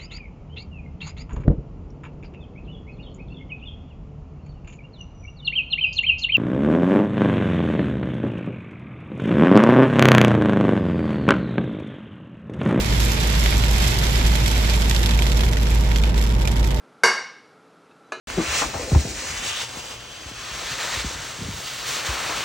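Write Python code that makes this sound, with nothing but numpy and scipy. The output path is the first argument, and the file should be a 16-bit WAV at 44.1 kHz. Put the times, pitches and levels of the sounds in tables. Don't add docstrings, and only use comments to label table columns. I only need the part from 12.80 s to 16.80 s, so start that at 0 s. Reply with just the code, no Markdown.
import sys
import numpy as np
from scipy.fft import rfft, irfft, next_fast_len
from scipy.io import wavfile
from scipy.ndimage import map_coordinates

SR = 44100
rng = np.random.default_rng(int(sys.argv[2]) if len(sys.argv) > 2 else 0)


def pcm_store(signal):
    levels = np.round(np.clip(np.atleast_2d(signal), -1, 1) * 32767)
    wavfile.write(sys.argv[1], SR, levels.astype(np.int16).T)


N = 176400

# time_s, strength_db
RAIN_STRENGTH = [(0, 0.1), (.5, 1.5), (.7, 2.1), (.88, -0.8), (1.05, 3), (1.35, 0), (1.9, 0), (2.35, -3.5),
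                 (2.7, -5), (3.05, -7), (3.45, -7.5), (3.57, -9.5), (3.64, -8.5), (4, -7.5)]


def patter(base_drops_per_s, level_db, treble_db, crowding, spots=30):
    rain_db = curve(RAIN_STRENGTH)
    clump_db = .95 - .07 * rain_db
    strength_db = rain_db + clump_db * wobble(per_s=38)
    drops_per_s = base_drops_per_s * amp(crowding * strength_db) ** 2
    landed = rng.random(N) < drops_per_s / SR
    sizes = amp(4.3 * np.minimum(rng.standard_normal(N), 1))
    hits = unit(landed * sizes / np.sqrt(drops_per_s)) * amp(level_db + strength_db)
    spot = rng.integers(spots, size=N)
    sounds = []
    for _ in range(spots):
        spot_treble_db = treble_db + 7.5 * rng.uniform(-0.76, 1)
        sounds.append(drop(spot_treble_db, ring_hz=2200 * np.exp(rng.normal(0, .08))))
    out = np.zeros((2, N))
    for i in np.flatnonzero(landed):
        add(out, i / SR, hits[i] * sounds[spot[i]])
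    return out


# start_s, level_db, treble_db, pitch_hz
HEAVY_DROPS = [(0.2008, -21.5, -6, 2270), (0.249, -32, 9, 2640), (0.6596, -7, -27, 2190),
               (0.7242, -10.5, -37, 2240), (0.837, -12, -23, 2140), (0.9094, -18.5, -10.5, 3130),
               (1.187, -17, -9, 2120), (1.2377, -17.5, -14, 2240), (1.2665, -15.5, -18, 3410),
               (1.357, -16, -20, 3300), (1.412, -12.5, -29, 2377), (1.463, -17.5, -11, 3300),
               (1.553, -13, -14.5, 3280), (1.66, -12.5, -16, 3400), (1.6787, -14.5, -11, 1900),
               (1.713, -16.5, -10, 3270), (1.778, -18, -13, 3270), (1.81, -18.5, -15, 4220),
               (1.845, -11.5, -36, 2029), (1.8968, -12.5, -17, 4260), (1.94, -15, -26, 2300),
               (2.019, -12, -20, 3400), (2.0961, -16, -8, 3810), (2.1102, -10.5, -17, 1890),
               (2.147, -14, -15, 2200), (2.163, -13, -17, 3400), (2.231, -13, -16, 1940),
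               (2.2593, -10.5, -17, 3437), (2.2908, -11, -23, 3950), (2.308, -12, -20, 3340),
               (2.336, -17, -22, 3430), (2.3899, -11.5, -23, 2330), (2.421, -12, -17, 3220),
               (2.466, -15, -16, 1950), (2.518, -14, -20, 4100), (2.571, -22, -6.5, 3200),
               (2.592, -16, -24, 3570), (2.607, -14, -15.5, 3170), (2.6339, -11.5, -23, 1760),
               (2.7326, -16, -20, 2010), (2.7689, -15.5, -19.5, 2000), (2.869, -15.5, -25, 3300),
               (2.9117, -19, -18, 2455), (2.947, -30, 0, 2830), (3.008, -25.5, -9, 3300),
               (3.1142, -14, -24, 2300), (3.1592, -12.5, -21, 3270), (3.184, -22, -14, 3300),
               (3.236, -12, -23.5, 2400), (3.256, -27, -24, 3130), (3.3421, -20.5, -20, 2450),
               (3.3776, -19.5, -12.5, 3420), (3.4045, -24, -23, 2200), (3.438, -23, -27, 2240),
               (3.501, -20.5, -22, 3500), (3.6182, -20.5, -20, 2375), (3.652, -18, -32, 2400),
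               (3.6737, -14, -15, 2380), (3.717, -27, -11, 3150), (3.733, -25, -23, 3300),
               (3.7637, -21, -17, 1880), (3.795, -30, -12, 1610), (3.842, -24, -15, 3300),
               (3.8723, -24, -11, 1930), (3.906, -21, -15, 2350)]


def fat_drops(boost_db=12.5, treble_boost_db=20.5, best_ring_hz=2400):
    out = np.zeros((2, N))
    for start_s, level_db, treble_db, pitch_hz in HEAVY_DROPS:
        droplets = [(.008 * rng.random(), -7.5) for _ in range(2)]
        octaves_away = abs(np.log2(pitch_hz / best_ring_hz))
        for delay_s, hit_db in [(0.00058, 0)] + droplets:
            tick = drop(treble_db + treble_boost_db, pitch_hz, ring_db=-9 - 16 * octaves_away)
            add(out, start_s + delay_s, amp(level_db + boost_db + hit_db) * tick)
    return out


# start_s, length_s, droplet_level_db
BURSTS = [(0.195, 0.025, -17.5), (0.228, .016, -19.5), (1.072, .012, -15.5)]


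def bursting_drops(droplets=10):
    out = np.zeros((2, N))
    for start_s, length_s, level_db in BURSTS:
        for delay_s in length_s * (np.arange(droplets) + rng.random(droplets)) / droplets:
            tick = drop(treble_db=16, ring_hz=2200, treble_from_hz=4000)
            add(out, start_s + delay_s, amp(level_db) * tick)
    return out


def drop(treble_db, ring_hz, ring_db=-13, treble_from_hz=5000):
    t = np.arange(SR // 12) / SR

    def fading(wave, fade_s, db):
        return amp(db) * unit(wave * amp(-60 * t / fade_s))

    tap = amp(-13) * unit(1. * (t == 0))
    splash = fading(rng.standard_normal(len(t)), fade_s=.007, db=-3)
    rattle = fading(rng.standard_normal((2, len(t))), fade_s=.031, db=-6.5)
    ring = fading(np.sin(2 * np.pi * (ring_hz * t + rng.random((2, 1)))), fade_s=.016, db=ring_db)
    echo = fading(rng.standard_normal((2, len(t))), fade_s=.056, db=-6.5)
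    sound = unit(tap + splash + rattle + ring + echo) / np.sqrt(len(t))
    lag_s = abs(rng.normal(.0005, .00006))
    sound[1] = np.pad(sound[1], (int(lag_s * SR), 0))[:len(t)]
    return filtered(sound, lambda hz: causal(amp(treble_db / (1 + (treble_from_hz / (hz + 1)) ** 4))))


# frequency_hz, level_db
SPRAY_TONE = [(500, 6), (2000, -4.5), (3600, -1), (6000, -7), (10000, 3), (14000, -2)]


def spray():
    fizz = unit(filtered(rng.standard_normal((2, N)), lambda hz: amp(along(SPRAY_TONE, hz))))
    return amp(-34.5 + 0.9 * curve(RAIN_STRENGTH) + 2.2 * wobble(per_s=22.05)) * fizz


# frequency_hz, gain_db
GLASS_LEFT = [(150, -19.5), (500, -4), (1100, -4.5), (1400, -3), (1900, -7), (2250, -4.5), (3300, -1.5),
              (5000, -6), (6500, -13), (7300, -19), (8500, -17.5), (10000, -19), (11500, -18.5),
              (14000, -24.5)]
GLASS_RIGHT = [(150, -26), (500, -8), (1100, -2), (1600, 0.5), (2050, 0), (2300, -0.9), (2700, 0.5),
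               (3400, 2.8), (3900, 0), (4400, -2.5), (5400, -1.5), (6300, -5.5), (7500, -4.5), (9000, -17),
               (10500, -14.5), (14000, -14)]


def windscreen(water):
    return filtered(water, lambda hz: causal(unit(amp([along(GLASS_LEFT, hz), along(GLASS_RIGHT, hz)]))))


# time_s, rate_hz
FIRING_RATE = [(0, 54.64), (.8, 55.5), (1.9, 54.77), (4, 54.14)]
# multiple_of_firing_rate, level_db
ENGINE_TONES = [(1, -1), (2, -22.5), (3, -23.5), (4, -25), (6, -35)]
# time_s, level_db
BOOM_LEVEL = [(0, -25.5), (.2, -16), (.35, -19), (1, -18), (1.15, -21), (1.5, -16.5), (2.25, -18.5),
              (2.4, -15.5), (2.85, -18.5), (3.27, -16), (3.6, -18), (3.75, -16), (4, -19.5)]


def engine():
    phase = 2 * np.pi * np.cumsum(curve(FIRING_RATE)) / SR
    hum = np.zeros(N)
    for multiple, level_db in ENGINE_TONES:
        waver_db = (-0.5 if multiple == 1 else 1) * wobble(per_s=18)
        hum += amp(level_db + waver_db) * np.sin(multiple * phase + rng.uniform(0, 2 * np.pi))
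    return amp(curve(BOOM_LEVEL) - 0.5) * unit(hum)


# frequency_hz, level_db
RUMBLE_TONE = [(15, -26), (26, -4), (38, -0.5), (56, 2), (76, -3.5), (92, -4), (125, 0.5), (160, -6.5),
               (200, -8), (300, -14), (400, -16), (540, -18.5), (750, -24.5), (1000, -26.5), (2000, -28.5),
               (6000, -58)]
# frequency_hz, likeness
RUMBLE_LIKENESS = [(60, 0.98), (150, 0.94), (270, 0.74), (420, 1), (540, 0.05), (900, 0.83), (1300, -0.25)]
# frequency_hz, left_minus_right_db
RUMBLE_BALANCE = [(60, 1.5), (150, -1.3), (270, 2), (500, 0.2), (1000, -2)]


def road():
    def shares(hz):
        angle = np.arccos(np.clip(along(RUMBLE_LIKENESS, hz), -1, 1)) / 2
        return amp(along(RUMBLE_TONE, hz)) * [np.cos(angle), np.sin(angle)]

    shared, opposite = filtered(rng.standard_normal((2, N)), shares)
    rumble = np.array([shared + opposite, shared - opposite])
    rumble = filtered(rumble, lambda hz: amp(along(RUMBLE_BALANCE, hz) * np.array([[.5], [-.5]])))
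    return amp(-23.5 - 0.2 * wobble(per_s=7.7)) * unit(rumble)


# pitch_hz, width_hz, level_db
TYRE_NOTES = [(362, 26, -44.5), (496, 10, -45.5), (606, 24, -43.5), (783, 29, -48), (914, 65, -40)]
# time_s, gain_db
TYRE_GAIN = [(0, -1), (2.2, 0), (3, -1), (4, 0.5)]


def tyres():
    song = np.zeros((2, N))
    for pitch_hz, width_hz, level_db in TYRE_NOTES:
        band = filtered(rng.standard_normal((2, N)), lambda hz: 1 / (1 + ((hz - pitch_hz) / width_hz) ** 2))
        song += amp(level_db) * unit(band)
    return song * amp(curve(TYRE_GAIN))


def amp(db):
    return 10 ** (np.asarray(db) / 20)


def unit(x):
    return x / np.sqrt(np.mean(x ** 2) + 1e-20)


def along(points, hz):
    frequencies, values = np.transpose(points)
    return np.interp(np.log(hz + 1), np.log(frequencies + 1), values)


def curve(rows):
    return np.interp(np.arange(N) / SR, *np.transpose(rows))


def wobble(per_s):
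    return map_coordinates(rng.standard_normal(256), [np.arange(N) * per_s / SR], mode="wrap")


def filtered(x, response):
    size = next_fast_len(x.shape[-1] + SR // 8)
    return irfft(rfft(x, size) * response(np.fft.rfftfreq(size, 1 / SR)), size)[..., :x.shape[-1]]


def causal(gain):
    cepstrum = irfft(np.log(np.maximum(gain, 1e-6)))
    half = cepstrum.shape[-1] // 2
    return np.exp(rfft(cepstrum * np.r_[1, np.full(half - 1, 2), 1, np.zeros(half - 1)]))


def add(out, start_s, sound):
    stretch = out[:, round(start_s * SR):][:, :sound.shape[1]]
    stretch += sound[:, :stretch.shape[1]]


def scene():
    drive = (engine() + road()) * amp([[-0.7], [0.7]])
    small_drops = patter(base_drops_per_s=2100, level_db=-29, treble_db=-1, crowding=.9)
    ticks = patter(base_drops_per_s=110, level_db=-42.5, treble_db=11.5, crowding=.55)
    return drive + tyres() + windscreen(spray() + small_drops + ticks + fat_drops() + bursting_drops())


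def record(dry, top_hz=14280):
    return filtered(dry, lambda hz: hz < top_hz)


dry = scene()
out = record(dry)
pcm_store(out)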